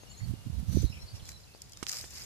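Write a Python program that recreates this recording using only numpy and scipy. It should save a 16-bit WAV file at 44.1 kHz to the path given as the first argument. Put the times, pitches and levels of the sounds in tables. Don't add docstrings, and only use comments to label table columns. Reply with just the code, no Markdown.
import sys
import numpy as np
from scipy import signal
from scipy.fft import rfft, irfft, next_fast_len
from scipy.io import wavfile
from scipy.ndimage import uniform_filter1d, map_coordinates

SR = 44100
rng = np.random.default_rng(int(sys.argv[2]) if len(sys.argv) > 2 else 0)


def elevation(decibels):
    levels = np.asarray(decibels, float)
    return 10 ** (levels / 20)


def master(y):
    cut = np.clip(np.atleast_2d(y).T, -1, 1)
    pcm = np.round(cut * 32767)
    wavfile.write(sys.argv[1], SR, pcm.astype(np.int16))


N = 99225


def unit(x):
    return x / np.sqrt(np.mean(x ** 2, axis=-1, keepdims=True) + 1e-20)


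def curves(rows):
    s, *cols = np.transpose(rows)
    return np.array([np.interp(np.arange(N) / SR, s, c) for c in cols])


def wobble(knots_per_s):
    return map_coordinates(rng.standard_normal(N // 20), [np.arange(N) * knots_per_s / SR])


def filtered(x, response):
    m = next_fast_len(N + 8192)
    return irfft(rfft(x, m) * response(np.fft.rfftfreq(m, 1 / SR)), m)[..., :N]


def coloured(x, points):
    f, db = np.transpose(points)

    def gain(hz):
        return elevation(np.interp(np.log(hz + 1), np.log(f), db)) * (hz > f[0] / 2)

    return filtered(x, lambda hz: gain(hz) / np.sqrt(np.mean(gain(hz) ** 2)))


def add(track, s, sound):
    part = track[..., round(s * SR):][..., :sound.shape[-1]]
    part += sound[..., :part.shape[-1]]


def sides(pan_db):
    return elevation([[pan_db / 2], [-pan_db / 2]])


def lagged(pair, count):
    return np.array([np.roll(pair[0], count), pair[1]])


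def patchy(depth_db):
    z = signal.stft(rng.standard_normal((2, N)), nperseg=256)[2]
    field = rng.standard_normal(z.shape[1:])
    field = uniform_filter1d(field, size=12, axis=0)
    field = uniform_filter1d(field, size=3, axis=1)
    z = z * elevation(depth_db * field / field.std())
    return unit(signal.istft(z, nperseg=256)[1][:, :N])


# t/s, effort/dB
BRUSH_EFFORT = [(.66, -93), (.73, -61), (.82, -49), (.87, -65), (1.13, -65), (1.16, -53.5), (1.21, -69),
                (1.29, -46.5), (1.35, -62.5), (1.73, -62.5), (1.86, -57.5), (1.875, -41.5), (1.935, -40),
                (1.99, -40), (2.03, -44), (2.095, -54), (2.11, -48.5), (2.19, -44.5), (2.25, -46.5)]
GRAINS_PER_S, GRAIN_SPREAD_DB, GRAIN_T60_S = 4600, 3.3, 0.003
SWISH_DB, SURGE_DB = 0, 1


def brushing():
    hit = rng.random(N) < GRAINS_PER_S / SR
    size = elevation(GRAIN_SPREAD_DB * np.minimum(rng.exponential(size=N), 4))
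    decay = elevation(-60 * np.arange(400) / SR / GRAIN_T60_S)
    grains = unit(signal.fftconvolve(hit * size, decay)[:N])
    effort = elevation(curves(BRUSH_EFFORT)[0] + SURGE_DB * wobble(45.43))
    return effort * (grains + elevation(SWISH_DB)) / 2 * patchy(depth_db=2.5)


# t/s, peak/dB, lowest f/Hz
SNAP_EVENTS = [(.821, -39, 6000), (.9155, -52, 5500), (.957, -53, 5500), (1.16, -48, 2000),
               (1.2545, -45, 4500), (1.2904, -34, 900), (1.3173, -41, 1200), (1.6187, -33, 4000),
               (1.695, -46, 4200), (1.7209, -40, 4000), (1.733, -42, 3000), (1.7723, -39, 1500),
               (1.8848, -29, 3500), (1.8895, -28, 3500), (1.8935, -24, 1500), (1.9165, -28, 3500),
               (1.927, -31, 3500), (1.932, -28, 1000), (1.943, -35, 4000), (1.969, -31, 2000),
               (1.986, -33, 4000), (1.992, -34, 3000), (2.011, -36, 3000), (2.107, -42, 4000),
               (2.135, -43, 3500), (2.1525, -44, 3500), (2.2198, -39, 800)]
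SNAP_TOP_HZ, SNAP_RISE_S, SNAP_T60_S, SNAP_DB = 13500, 0.0005, 0.015, 2


def snaps():
    out, t = np.zeros((2, N)), np.arange(SR // 10) / SR
    for s, db, low_hz in SNAP_EVENTS:
        band = signal.butter(2, [low_hz, SNAP_TOP_HZ], "band", fs=SR)
        crack = signal.lfilter(*band, rng.standard_normal((2, len(t))))
        add(out, s, crack * elevation(db + SNAP_DB - 60 * t / SNAP_T60_S) * np.minimum(t / SNAP_RISE_S, 1))
    return out


# f/Hz, level/dB per Hz
STEM_COLOUR_LEFT = [(700, -8.5), (2400, -4), (3300, -6.5), (5100, 4), (7200, 6), (9400, -20), (11300, -8.5),
                    (14300, -4)]
# f/Hz, level/dB per Hz
STEM_COLOUR_RIGHT = [(700, -11.5), (2400, -2), (3600, -11), (5150, 7.5), (6200, -10.5), (8500, -3.5),
                     (9900, -8.5), (14300, -6)]
STEMS_ALIKE, STEM_LAG_SAMPLES = 0.4, -5


def stems():
    a, b = brushing() + snaps()
    u = np.arccos(STEMS_ALIKE) / 2
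    left = np.cos(u) * a + np.sin(u) * b
    right = np.cos(u) * a - np.sin(u) * b
    pair = np.array([coloured(left, STEM_COLOUR_LEFT), coloured(right, STEM_COLOUR_RIGHT)])
    return lagged(pair, count=STEM_LAG_SAMPLES)


# t/s, peak/dB, thud f/Hz, rattle/dB, left minus right/dB
CASE_KNOCKS = [
    (0.035, -29.5, 630, -22, 29),
    (1.549, -29.5, 574, -34, 14),
    (1.8279, -19.5, 332, -4.5, -42),
    (1.867, -42, 890, 0.5, -42),
    (2.041, -33.5, 454, -2, -9),
]
KNOCK_CYCLES, CASE_RATIO, CASE_DB = 0.74, 3.79, 2.5
RATTLE_T60_S, RATTLE_RISE_S = 0.044, 0.0014
FLICK_S, FLICK_DB, FLICK_HZ, FLICK_PAN_DB = 1.8675, -13, 4000, -32


def knocks():
    out, t = np.zeros((2, N)), np.arange(SR // 10) / SR
    for s, db, hz, rattle_db, pan_db in CASE_KNOCKS:
        second = elevation(CASE_DB + rattle_db) * np.sin(2 * np.pi * CASE_RATIO * hz * t)
        thud = -(np.sin(2 * np.pi * hz * t) + second) * elevation(-20 * t * hz / KNOCK_CYCLES)
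        rattle = uniform_filter1d(rng.standard_normal(len(t)), size=3)
        rattle = rattle * elevation(rattle_db - 60 * t / RATTLE_T60_S) * np.minimum(t / RATTLE_RISE_S, 1)
        add(out, s, elevation(db - abs(pan_db) / 2) * sides(pan_db) * (thud + rattle))
    cycle = t[t < 1 / FLICK_HZ] * FLICK_HZ
    flick = np.sin(2 * np.pi * cycle) * np.sin(np.pi * cycle)
    add(out, FLICK_S, elevation(FLICK_DB - abs(FLICK_PAN_DB) / 2) * sides(FLICK_PAN_DB) * flick)
    return out


# t/s, level/dB, half length/s, throb f/Hz
PORT_EDDIES = [(0.22, -35.5, 0.0035, 69), (0.238, -31, 0.011, 95), (0.306, -26.5, 0.015, 105),
               (0.339, -29, 0.004, 108), (0.472, -29, 0.009, 110), (0.503, -25.5, 0.0037, 108),
               (0.539, -27.5, 0.011, 80), (.587, -28, 0.018, 65.5), (0.605, -27.5, 0.0063, 67),
               (0.638, -29.5, 0.0026, 95), (0.693, -25.5, 0.0075, 102), (0.718, -30.5, 0.013, 69.4),
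               (0.7478, -24.5, 0.0028, 225), (.7575, -16.5, 0.0026, 106), (0.7724, -18, 0.0017, 292),
               (0.769, -34.5, 0.0018, 552), (0.782, -23, 0.0082, 92), (0.8055, -27.5, 0.011, 126),
               (.831, -26.5, 0.0066, 124), (.832, -33, 0.0017, 405), (0.8447, -23.5, 0.0021, 250),
               (0.8512, -18.5, 0.0079, 66), (0.873, -39, 0.014, 80), (0.9, -24.5, 0.0032, 97),
               (0.339, -31, 0.0019, 256), (0.468, -36.5, 0.0037, 231), (0.585, -41.5, 0.0024, 206),
               (.631, -33.5, 0.0037, 191), (1.23, -37.5, 0.0052, 60), (0.977, -40.5, 0.0094, 66.5),
               (1.044, -35.5, 0.01, 72), (1.143, -36, 0.0098, 98), (1.299, -50.5, 0.092, 79.8),
               (2.04, -54, 0.053, 75)]
# t/s, left level/dB, right level/dB
BREEZE_LEVELS = [(0, -52.5, -56), (.1, -45.5, -60), (.3, -56.5, -38.5), (.5, -50.5, -56), (.8, -52, -30),
                 (1, -48.5, -51.5), (1.22, -55.5, -51), (1.45, -57, -59), (1.8, -60.5, -55),
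                 (2.25, -56, -53.5)]
# f/Hz, level/dB per Hz
RUMBLE_COLOUR = [(15, -24.5), (55, 0), (110, 1), (200, -12.5), (400, -33.5), (900, -45)]
# f/Hz, level/dB per Hz
FLUTTER_COLOUR = [(60, -25), (180, 16), (330, -11.5), (600, -26), (1200, -43)]
LUMPS_DB, TUMBLE_DB = 2.5, -13
FLUTTER_DB, FLUTTER_GROWS = -14, 1.44


def evened(x):
    return x / np.sqrt(np.abs(uniform_filter1d(x ** 2, size=900)) + 0.027)


def wind():
    t = np.arange(N) / SR
    right_only = np.array([[0], [1]])
    lumps = np.array([wobble(24.94), wobble(24.7)])
    breeze = elevation(curves(BREEZE_LEVELS) + LUMPS_DB * lumps)
    drift = np.cumsum(60 * wobble(58.77)) / SR
    throb, power = np.zeros(N), np.zeros(N)
    for s, db, half_s, hz in PORT_EDDIES:
        swirl = elevation(db) * np.exp(-((t - s) / half_s) ** 2 / 2)
        phase = 2 * np.pi * hz * (t - s) + drift - drift[round(s * SR)]
        throb -= swirl * np.sqrt(2) * np.cos(phase)
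        power += swirl ** 2
    gust = right_only * np.sqrt(power)
    low = evened(coloured(rng.standard_normal((2, N)), RUMBLE_COLOUR))
    high = evened(coloured(rng.standard_normal((2, N)), FLUTTER_COLOUR))
    flutter = elevation(FLUTTER_DB - 26.5) * ((breeze + gust) / elevation(-27.0)) ** FLUTTER_GROWS * high
    return (breeze + elevation(TUMBLE_DB) * gust) * low + right_only * throb + flutter


FADING_DB, NOTE_ROUND = 2.5, 0.3


def whistles(notes, pan_db, quaver_hz, burr_db, quavers_per_s):
    out = np.zeros((2, N))
    quaver = quaver_hz * wobble(quavers_per_s)
    fading = FADING_DB * np.array([wobble(39.05), wobble(39.4)])
    burr = burr_db * wobble(180)
    for s, length_s, first_hz, glide_hz, db in notes:
        u = np.linspace(0, 1, round(length_s * SR))
        s = max(s, 0)
        hz = first_hz + glide_hz * np.sin(u * np.pi / 2) + quaver[round(s * SR):][:len(u)]
        swell = np.abs(np.sin(np.pi * u)) ** NOTE_ROUND
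        add(out, s, elevation(db + 9) * swell * np.sin(2 * np.pi * np.cumsum(hz) / SR))
    return out * elevation(fading + burr) * sides(pan_db)


# f/Hz, width/Hz, left level/dB, right level/dB
RASP_PARTIALS = [
    (4180, 1000, -53.5, -56.5),
    (6100, 360, -49.5, -56.5),
    (11600, 640, -67, -70),
]
RASP_S, RASP_LENGTH_S, RASP_SKEW, RASP_ROUND = 0.655, 0.22, 1.5, 0.7


def rasp():
    u = np.clip((np.arange(N) / SR - RASP_S) / RASP_LENGTH_S, 0, 1)
    swell = np.abs(np.sin(np.pi * u ** RASP_SKEW)) ** RASP_ROUND * elevation(0.53 * wobble(121.7))
    out = np.zeros((2, N))
    for hz, width_hz, left_db, right_db in RASP_PARTIALS:
        noise = rng.standard_normal((2, N))
        band = unit(filtered(noise, lambda f: np.exp(-((f - hz) / width_hz) ** 2)))
        out += elevation([[left_db], [right_db]]) * band
    return swell * out


# t/s, length/s, first f/Hz, glide/Hz, level/dB
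LEFT_WHISTLES = [(.071, 0.012, 5700, -600, -72), (.087, 0.047, 6400, 1000, -67.5),
                 (.127, .012, 6400, 600, -72), (.167, 0.038, 6300, 750, -66.5), (.003, .045, 6400, 50, -73),
                 (.897, 0.085, 5400, 70, -68), (.995, .045, 5500, -20, -69), (.985, 0.07, 3980, 200, -68),
                 (1.335, 0.055, 5400, 10, -71), (.52, .06, 3900, 80, -75), (1.636, 0.035, 4630, 7, -73),
                 (2.051, 0.19, 5660, 290, -70)]
# t/s, length/s, first f/Hz, glide/Hz, level/dB
RIGHT_WHISTLES = [(.001, 0.075, 4450, -100, -75), (.005, .03, 2700, 80, -74), (.06, 0.06, 2900, -80, -72),
                  (.085, 0.05, 4230, 100, -72), (.135, 0.16, 4150, 330, -70),
                  (.301, 0.23, 2930, -150, -77.5), (.601, 0.017, 5450, -200, -76),
                  (.916, 0.025, 5300, -150, -61), (1.215, .025, 4150, -20, -70),
                  (1.246, .022, 4150, -20, -60), (1.27, .04, 4100, -50, -67), (1.311, 0.066, 3984, 40, -62),
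                  (1.451, 0.11, 2750, -150, -76), (1.531, 0.033, 4100, 806, -70.5),
                  (1.751, 0.04, 3700, 15, -74), (2.065, 0.03, 3660, 10, -72)]
# t/s, length/s, first f/Hz, glide/Hz, level/dB
HOARSE_CHIRPS = [(.128, .008, 2600, -400, -68), (.204, .013, 1750, 300, -62), (.8, .03, 5400, 10, -65),
                 (.845, .06, 4050, -30, -63), (.918, .078, 2650, -180, -63), (.94, .04, 3050, 50, -69),
                 (1.022, .01, 2250, 10, -66), (1.063, .068, 4560, 120, -62), (1.143, .045, 5500, 200, -65),
                 (1.15, .025, 2600, 200, -69), (1.183, .027, 5600, -2600, -68),
                 (1.26, .02, 3700, -500, -66), (1.431, 0.016, 5200, -1300, -68),
                 (1.576, 0.05, 4300, -1300, -72), (1.72, .04, 3300, -300, -73)]
LEFT_PAN_DB, RIGHT_PAN_DB = 5, -2
LEFT_BIRD_LAG_SAMPLES, RIGHT_BIRD_LAG_SAMPLES = 6, 11
ECHO_DB, ECHO_T60_S = -6, 0.2


def birds():
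    clear = dict(quaver_hz=50, burr_db=3.5, quavers_per_s=120)
    hoarse = dict(quaver_hz=170, burr_db=2.5, quavers_per_s=450)
    left = whistles(LEFT_WHISTLES, LEFT_PAN_DB, **clear)
    right = whistles(RIGHT_WHISTLES, RIGHT_PAN_DB, **clear)
    right = right + whistles(HOARSE_CHIRPS, RIGHT_PAN_DB, **hoarse) + rasp()
    direct = lagged(left, LEFT_BIRD_LAG_SAMPLES) + lagged(right, RIGHT_BIRD_LAG_SAMPLES)
    t = np.arange(SR // 3) / SR
    tail = rng.standard_normal((2, len(t))) * elevation(-60 * t / ECHO_T60_S)
    tail = tail / np.linalg.norm(tail[0])
    return direct + elevation(ECHO_DB) * signal.fftconvolve(direct, tail, axes=1)[:, :N]


# t/s, level/dB
HISS_LEVEL = [(0, -56.5), (.35, -55.5), (.6, -57), (1.2, -56), (1.5, -60), (2.25, -56.5)]
# f/Hz, level/dB per Hz
HISS_COLOUR_LEFT = [(150, 17.5), (700, 9), (1700, 4), (4500, 5), (7000, 4), (8800, -6), (11000, -4.5),
                    (14300, -4.5)]
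# f/Hz, level/dB per Hz
HISS_COLOUR_RIGHT = [(150, 4.5), (700, 6), (1700, -4), (4500, 0), (7000, -6.5), (10000, -2.5),
                     (12000, -9.5), (14300, -8.5)]
HISS_SWAY_DB = 0.7


def hiss():
    left, right = rng.standard_normal((2, N))
    level = elevation(curves(HISS_LEVEL) + HISS_SWAY_DB * wobble(6.33))
    return level * np.array([coloured(left, HISS_COLOUR_LEFT), coloured(right, HISS_COLOUR_RIGHT)])


def scene():
    return stems() + knocks() + wind() + birds() + hiss()


def band_limit(x):
    return signal.sosfilt(signal.butter(12, 15870, fs=SR, output="sos"), x)


def record(dry):
    top_hz = 14230
    mix = filtered(dry, lambda hz: 1 / (1 + (hz / top_hz) ** 80))
    return band_limit(mix)


dry = scene()
out = record(dry)
master(out)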